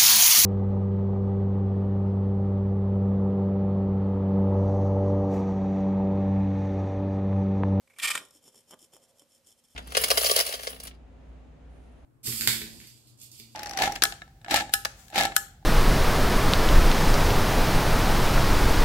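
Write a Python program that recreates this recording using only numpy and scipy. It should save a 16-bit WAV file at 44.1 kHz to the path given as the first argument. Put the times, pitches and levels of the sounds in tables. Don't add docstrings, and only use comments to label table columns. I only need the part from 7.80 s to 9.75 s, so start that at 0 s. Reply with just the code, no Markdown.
import sys
import numpy as np
from scipy import signal
from scipy.fft import rfft, irfft, next_fast_len
from scipy.io import wavfile
from scipy.ndimage import uniform_filter1d, minimum_filter1d

SR = 44100
rng = np.random.default_rng(int(sys.argv[2]) if len(sys.argv) > 2 else 0)


def store_wav(level_fs):
    pcm = np.round(np.clip(np.atleast_2d(level_fs), -1, 1) * 32767)
    wavfile.write(sys.argv[1], SR, pcm.T.astype(np.int16))


N = 85995
T = np.arange(N) / SR
FFT_SIZE = 2 * next_fast_len(N)
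HZ = np.maximum(np.arange(FFT_SIZE // 2 + 1) * SR / FFT_SIZE, 1)

# (frequency [Hz], level [dB])
AIR_TONE = [(20, -15.5), (90, 0), (180, -4), (450, -12), (800, -11), (1500, -14.5), (9000, -15),
            (14000, -19)]
ECHO_TONE = [(100, 5), (400, 3), (1300, 2.5), (2300, -10), (3300, -0.5), (14000, -11)]
# (frequency [Hz], width [Hz], level [dB])
WHIRR_NOTES = [(535, 27, 0)]
HOLLOW_NOTES = [(550, 23, 3.5), (690, 72, -14)]
# (peak time [s], rise [s], fall [s], level [dB])
HOLLOW_SWELL = [(1.32, 0.16, 0.1, -68)]
# (frequency [Hz], level [dB])
LEFT_OVER_RIGHT = [(100, -2.5), (2400, -2.4), (5000, -1.5), (7000, 0), (9000, 5), (11500, 0), (14000, -2)]
# (frequency [Hz], level [dB])
STEREO_WIDTH = [(1200, -18.5), (2500, -14), (5000, -8.5), (12000, -6.5)]

# (frequency [Hz], level [dB])
TILE_ROLL_TONE = [(40, -29), (150, -4), (320, 0), (450, 0.5), (900, -8), (1500, -18), (3000, -13),
                  (8000, -55)]
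TILE_THUD_TONE = [(40, -32.5), (110, -5), (170, 1.5), (260, 2), (400, 3.5), (900, 1.5), (1700, -8),
                  (2400, -13), (4200, -26)]
# (time [s], pitch [Hz], level [dB])
FLOOR_KNOCKS = [(0.24, 41.8, -48.5), (.552, 303, -60.5), (.652, 291, -60), (1.021, 333, -61),
                (1.419, 298, -62.5)]
# (peak time [s], rise [s], fall [s], hiss [dB], rumble [dB])
TIP_RUBS = [(0.441, 0.15, 0.029, -60, -61.5), (.562, 0.031, 0.022, -60.5, -71),
            (.677, 0.029, 0.019, -57, -64.5), (0.779, 0.033, 0.032, -60, -68.5),
            (0.911, 0.02, 0.019, -56, -64.5), (1.024, 0.021, 0.024, -56, -67.5),
            (1.149, 0.016, 0.021, -57.5, -62), (1.236, 0.021, 0.017, -63.5, -69),
            (1.303, 0.013, 0.0063, -65, -80), (1.403, 0.033, 0.025, -65.5, -75),
            (1.553, 0.038, 0.023, -62, -74.5), (1.69, 0.022, 0.03, -58.5, -72.5),
            (1.795, 0.017, 0.0064, -66.5, -79), (1.845, 0.0047, 0.012, -62.5, -76.5),
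            (1.936, 0.048, .025, -67, -80.5)]
# (time [s], tick [dB], thud [dB])
TIP_TICKS = [(0.451, -54.5, -71), (0.485, -61, -79), (0.5076, -56, -73), (0.679, -56.5, -60.5),
             (0.745, -71, -62), (0.909, -50, -54.5), (0.9106, -57, -71), (0.9174, -64, -58),
             (.924, -72, -55.5), (0.929, -68, -53.5), (.935, -58, -49.5), (0.9407, -57.5, -50),
             (0.9903, -56.5, -85), (1.026, -58.5, -87), (1.135, -53.5, -60.5), (1.166, -54.5, -56),
             (1.395, -53, -81), (1.42, -60.5, -62), (1.67, -54, -81)]
# (peak time [s], rise [s], fall [s], pitch [Hz], level [dB])
PLASTIC_SQUEAKS = [(.2515, 0.0044, 0.008, 2347, -24), (0.316, 0.0027, .002, 2386, -24.5),
                   (.912, .002, 0.0055, 3102, -58), (.926, 0.0014, 0.0026, 3160, -52),
                   (0.9363, 0.0013, 0.0024, 3120, -54.5)]
# (peak time [s], rise [s], fall [s], level [dB])
HINGE_CREAKS = [(.195, .003, .003, -43), (.2235, .003, .003, -39)]
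FINGER_RUBS = [(.076, .0015, 0.003, -59), (.100, 0.0011, .016, -60), (.138, .002, .007, -61),
               (.165, .002, .014, -59)]
TWIST_SCRAPES = [(.204, 0.0089, 0.015, -45), (.248, 0.012, 0.0096, -19), (.282, 0.0048, 0.0073, -20.5),
                 (.310, 0.0056, 0.0068, -23), (.3165, 0.0081, 0.0016, -23.5), (.340, 0.022, 0.022, -38),
                 (.372, 0.0089, 0.021, -41.5)]
# (time [s], level [dB])
HINGE_SNAPS = [(.1853, -41), (.1988, -33.5)]
# (time [s], clack [dB], thud [dB])
PLASTIC_CLACKS = [(0.186, -41, -65), (0.3517, -18.5, -35.5), (0.3756, -31.5, -53.5)]
# (frequency [Hz], level [dB])
TIP_TONE = [(100, -17), (1500, -34), (2600, -33), (4000, -37.5), (4800, -18), (8000, -12), (12000, -12),
            (14000, -20.5)]
STEM_TONE = [(100, -34), (700, -8), (1900, -9.5), (4000, -33.5), (8000, -13), (14000, -21.5)]
SCRAPE_TONE = [(60, -36), (300, -30), (550, -26.5), (1200, -18.5), (2600, -26), (4000, -14.5),
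               (5200, -12.5), (6400, -17.5), (7400, -10.5), (9500, -13.5), (14000, -23.5)]
CLACK_TONE = [(60, -45.5), (300, -36.5), (700, -13), (1200, -6.5), (3200, -21.5), (4300, -17),
              (6400, -15.5), (7200, -7.5), (8500, -7.5), (10500, -16.5), (14000, -25)]
# (frequency [Hz], width [Hz], level [dB])
TIP_NOTES = [(3130, 51, 0.5), (3440, 79, -4), (5434, 110, 3), (7117, 230, -1.5), (8360, 214, -3),
             (9460, 200, -5), (10930, 250, -7.5)]
HINGE_NOTES = [(1874, 59, 3.5), (2370, 70, -3), (2760, 31, -1), (3313, 100, -1), (3480, 280, -6),
               (9630, 4100, -17.5)]
STEM_NOTES = [(2250, 160, 6.5)]
SHELL_NOTES = [(1190, 98, -9), (1390, 76, -8.5), (1849, 50, -2), (2338, 160, 0.5), (2560, 80, -5.5),
               (3102, 210, -3.5), (3300, 41, -20.5), (3530, 50, -3.5), (7220, 140, -15), (8460, 270, -10.5),
               (12270, 250, -12)]

SCRAPE_SLIPS_PER_S, SCRAPE_SPREAD_DB = 9000, 3
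TICK_RISE_S = 0.00015
HIT_WINDOW_S = .005


def undb(db):
    return 10 ** (np.asarray(db) / 20)


def unit(x):
    return x / np.sqrt(np.mean(x ** 2))


def curve(points):
    hz, db = np.array(points, float).T
    return undb(np.interp(np.log(HZ), np.log(hz), db))


def shape(x, gain):
    return irfft(rfft(x, FFT_SIZE) * gain, FFT_SIZE)[..., :N]


def body(x, tone=None, notes=()):
    power = curve(tone) ** 2 if tone else 1e-12
    for hz, width, db in notes:
        power = power + undb(db) ** 2 / (1 + ((HZ / hz - hz / HZ) * hz / width) ** 2)
    cepstrum = irfft(np.log(power / np.mean(power)) / 2)
    cepstrum[1:FFT_SIZE // 2] *= 2
    cepstrum[FFT_SIZE // 2 + 1:] = 0
    return shape(x, np.exp(rfft(cepstrum)))


def noise():
    return rng.standard_normal(N)


def waver(below_hz):
    return unit(shape(noise(), HZ < below_hz))


def grit(slips_per_s, spread_db):
    size = undb(spread_db * np.minimum(rng.exponential(size=N), 5))
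    slips = rng.random(N) < slips_per_s / SR
    return unit(slips * size * np.sign(noise()))


def swells(rows):
    power = sum(undb(db) ** 2 * np.exp(-((T - peak) / np.where(T < peak, rise, fall)) ** 2)
                for peak, rise, fall, db in rows)
    return np.sqrt(power)


def chatter(hits, rise_s, fall_s):
    out, slips = np.zeros(N), noise()
    for start, db in hits:
        age = np.maximum(T - start, 0)
        burst = slips * (1 - np.exp(-(age / rise_s) ** 2)) * np.exp(-age / fall_s)
        out += burst * undb(db) * np.sqrt(HIT_WINDOW_S * SR / np.sum(burst ** 2))
    return out


def wide(source):
    width = curve(STEREO_WIDTH)
    norm = np.sqrt(1 + width ** 2)
    middle, side = shape(source(), 1 / norm), shape(source(), width / norm)
    return np.array([middle + side, middle - side])


def room_tone(air_db=-71, hum_hz=240, hum_db=-82, whirr_db=-78.5):
    shared_air = body(noise(), AIR_TONE)
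    air = unit(shared_air + np.array([body(noise(), AIR_TONE), body(noise(), AIR_TONE)]))
    hum = np.sqrt(2) * np.sin(2 * np.pi * (hum_hz * T + rng.random()))
    whirr = unit(body(noise(), notes=WHIRR_NOTES))
    hollow = body(noise(), notes=HOLLOW_NOTES) * swells(HOLLOW_SWELL)
    return air * undb(air_db) + hum * undb(hum_db) + whirr * undb(whirr_db) + hollow


def echoes(x, fade_60db_s=.28, build_s=0.0036, widest_hz=4000):
    fade = np.exp(-np.log(1000) * T / fade_60db_s)
    build = 1 - np.exp(-(T / build_s) ** 2)
    cloud = rfft(np.array([noise(), noise()]) * fade * build, FFT_SIZE)
    middle, side = cloud / np.sqrt(uniform_filter1d(np.abs(cloud) ** 2, size=400, axis=1))
    width = np.clip(HZ / widest_hz, 1 / 3, 1)
    left_right = np.array([middle + width * side, middle - width * side]) / np.hypot(1, width)
    return shape(x, left_right * curve(ECHO_TONE))


def knocks(rise_s=0.0068):
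    out = np.zeros(N)
    for start, hz, db in FLOOR_KNOCKS:
        age = np.maximum(T - start, 0)
        loudness = undb(db) * age / rise_s * np.exp(1 - age / rise_s)
        out += loudness * np.sin(2 * np.pi * hz * age)
    return out


def thuds(hits, rattle_db=-6, dull_above_hz=3000):
    rattle = undb(rattle_db)
    blows = rattle * chatter(hits, TICK_RISE_S, fall_s=0.00643)
    for start, db in hits:
        blows[int(start * SR)] += undb(db) * np.sqrt(HIT_WINDOW_S * SR)
    soft_contact = signal.butter(2, dull_above_hz, fs=SR, output="sos")
    return body(signal.sosfilt(soft_contact, blows / np.hypot(1, rattle)), TILE_THUD_TONE)


def tile(flutter):
    rumble = swells([(peak, rise, fall, db) for peak, rise, fall, _, db in TIP_RUBS])
    jolts = [(start, db) for start, _, db in PLASTIC_CLACKS + TIP_TICKS]
    return body(noise() * flutter * rumble, TILE_ROLL_TONE) + thuds(jolts)


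def tip(flutter):
    hiss = swells([(peak, rise, fall, db) for peak, rise, fall, db, _ in TIP_RUBS])
    rub = grit(slips_per_s=4500, spread_db=2) * flutter * hiss
    ticks = chatter([(start, db) for start, db, _ in TIP_TICKS], TICK_RISE_S, fall_s=0.0032)
    return body(rub + ticks, TIP_TONE, TIP_NOTES)


def squeaks(flutter, pitch_wobble=0.0258):
    unsteady_time = np.cumsum(1 + pitch_wobble * waver(below_hz=344)) / SR
    out = np.zeros(N)
    for peak, rise, fall, hz, db in PLASTIC_SQUEAKS:
        out += np.sqrt(2) * np.sin(2 * np.pi * hz * unsteady_time) * swells([(peak, rise, fall, db)])
    return flutter * out


def hinges():
    creaks = grit(SCRAPE_SLIPS_PER_S, SCRAPE_SPREAD_DB) * swells(HINGE_CREAKS)
    snaps = chatter(HINGE_SNAPS, rise_s=.0003, fall_s=.003)
    return body(snaps + creaks, notes=HINGE_NOTES)


def clacks():
    hits = chatter([(start, db) for start, db, _ in PLASTIC_CLACKS], rise_s=.0008, fall_s=.0036)
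    return body(hits, CLACK_TONE, SHELL_NOTES)


def twist():
    fingers = body(noise() * swells(FINGER_RUBS), STEM_TONE, STEM_NOTES)
    scrapes = grit(SCRAPE_SLIPS_PER_S, SCRAPE_SPREAD_DB) * swells(TWIST_SCRAPES)
    return fingers + body(scrapes, SCRAPE_TONE, SHELL_NOTES)


def scene(flutter_db=2.53, echo_db=-14):
    flutter = undb(flutter_db * waver(below_hz=120))
    plastic = wide(lambda: twist() + hinges() + clacks() + tip(flutter))
    top = plastic + squeaks(flutter) + tile(flutter) + knocks()
    in_room = top + undb(echo_db) * echoes(top) + room_tone()
    lean_left = np.sqrt(curve(LEFT_OVER_RIGHT))
    return shape(in_room, np.array([lean_left, 1 / lean_left]))


def record(dry):
    ceiling_db, hold_s, cutoff_hz = -16.5, .0015, 14100
    ceiling, hold = undb(ceiling_db), int(hold_s * SR)
    needed_gain = ceiling / np.maximum(np.abs(dry).max(axis=0), ceiling)
    smooth_gain = uniform_filter1d(minimum_filter1d(needed_gain, hold), hold)
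    treble_cut = signal.ellip(10, .2, 80, cutoff_hz, fs=SR, output="sos")
    return signal.sosfilt(treble_cut, dry * smooth_gain)


dry = scene()
out = record(dry)
store_wav(out)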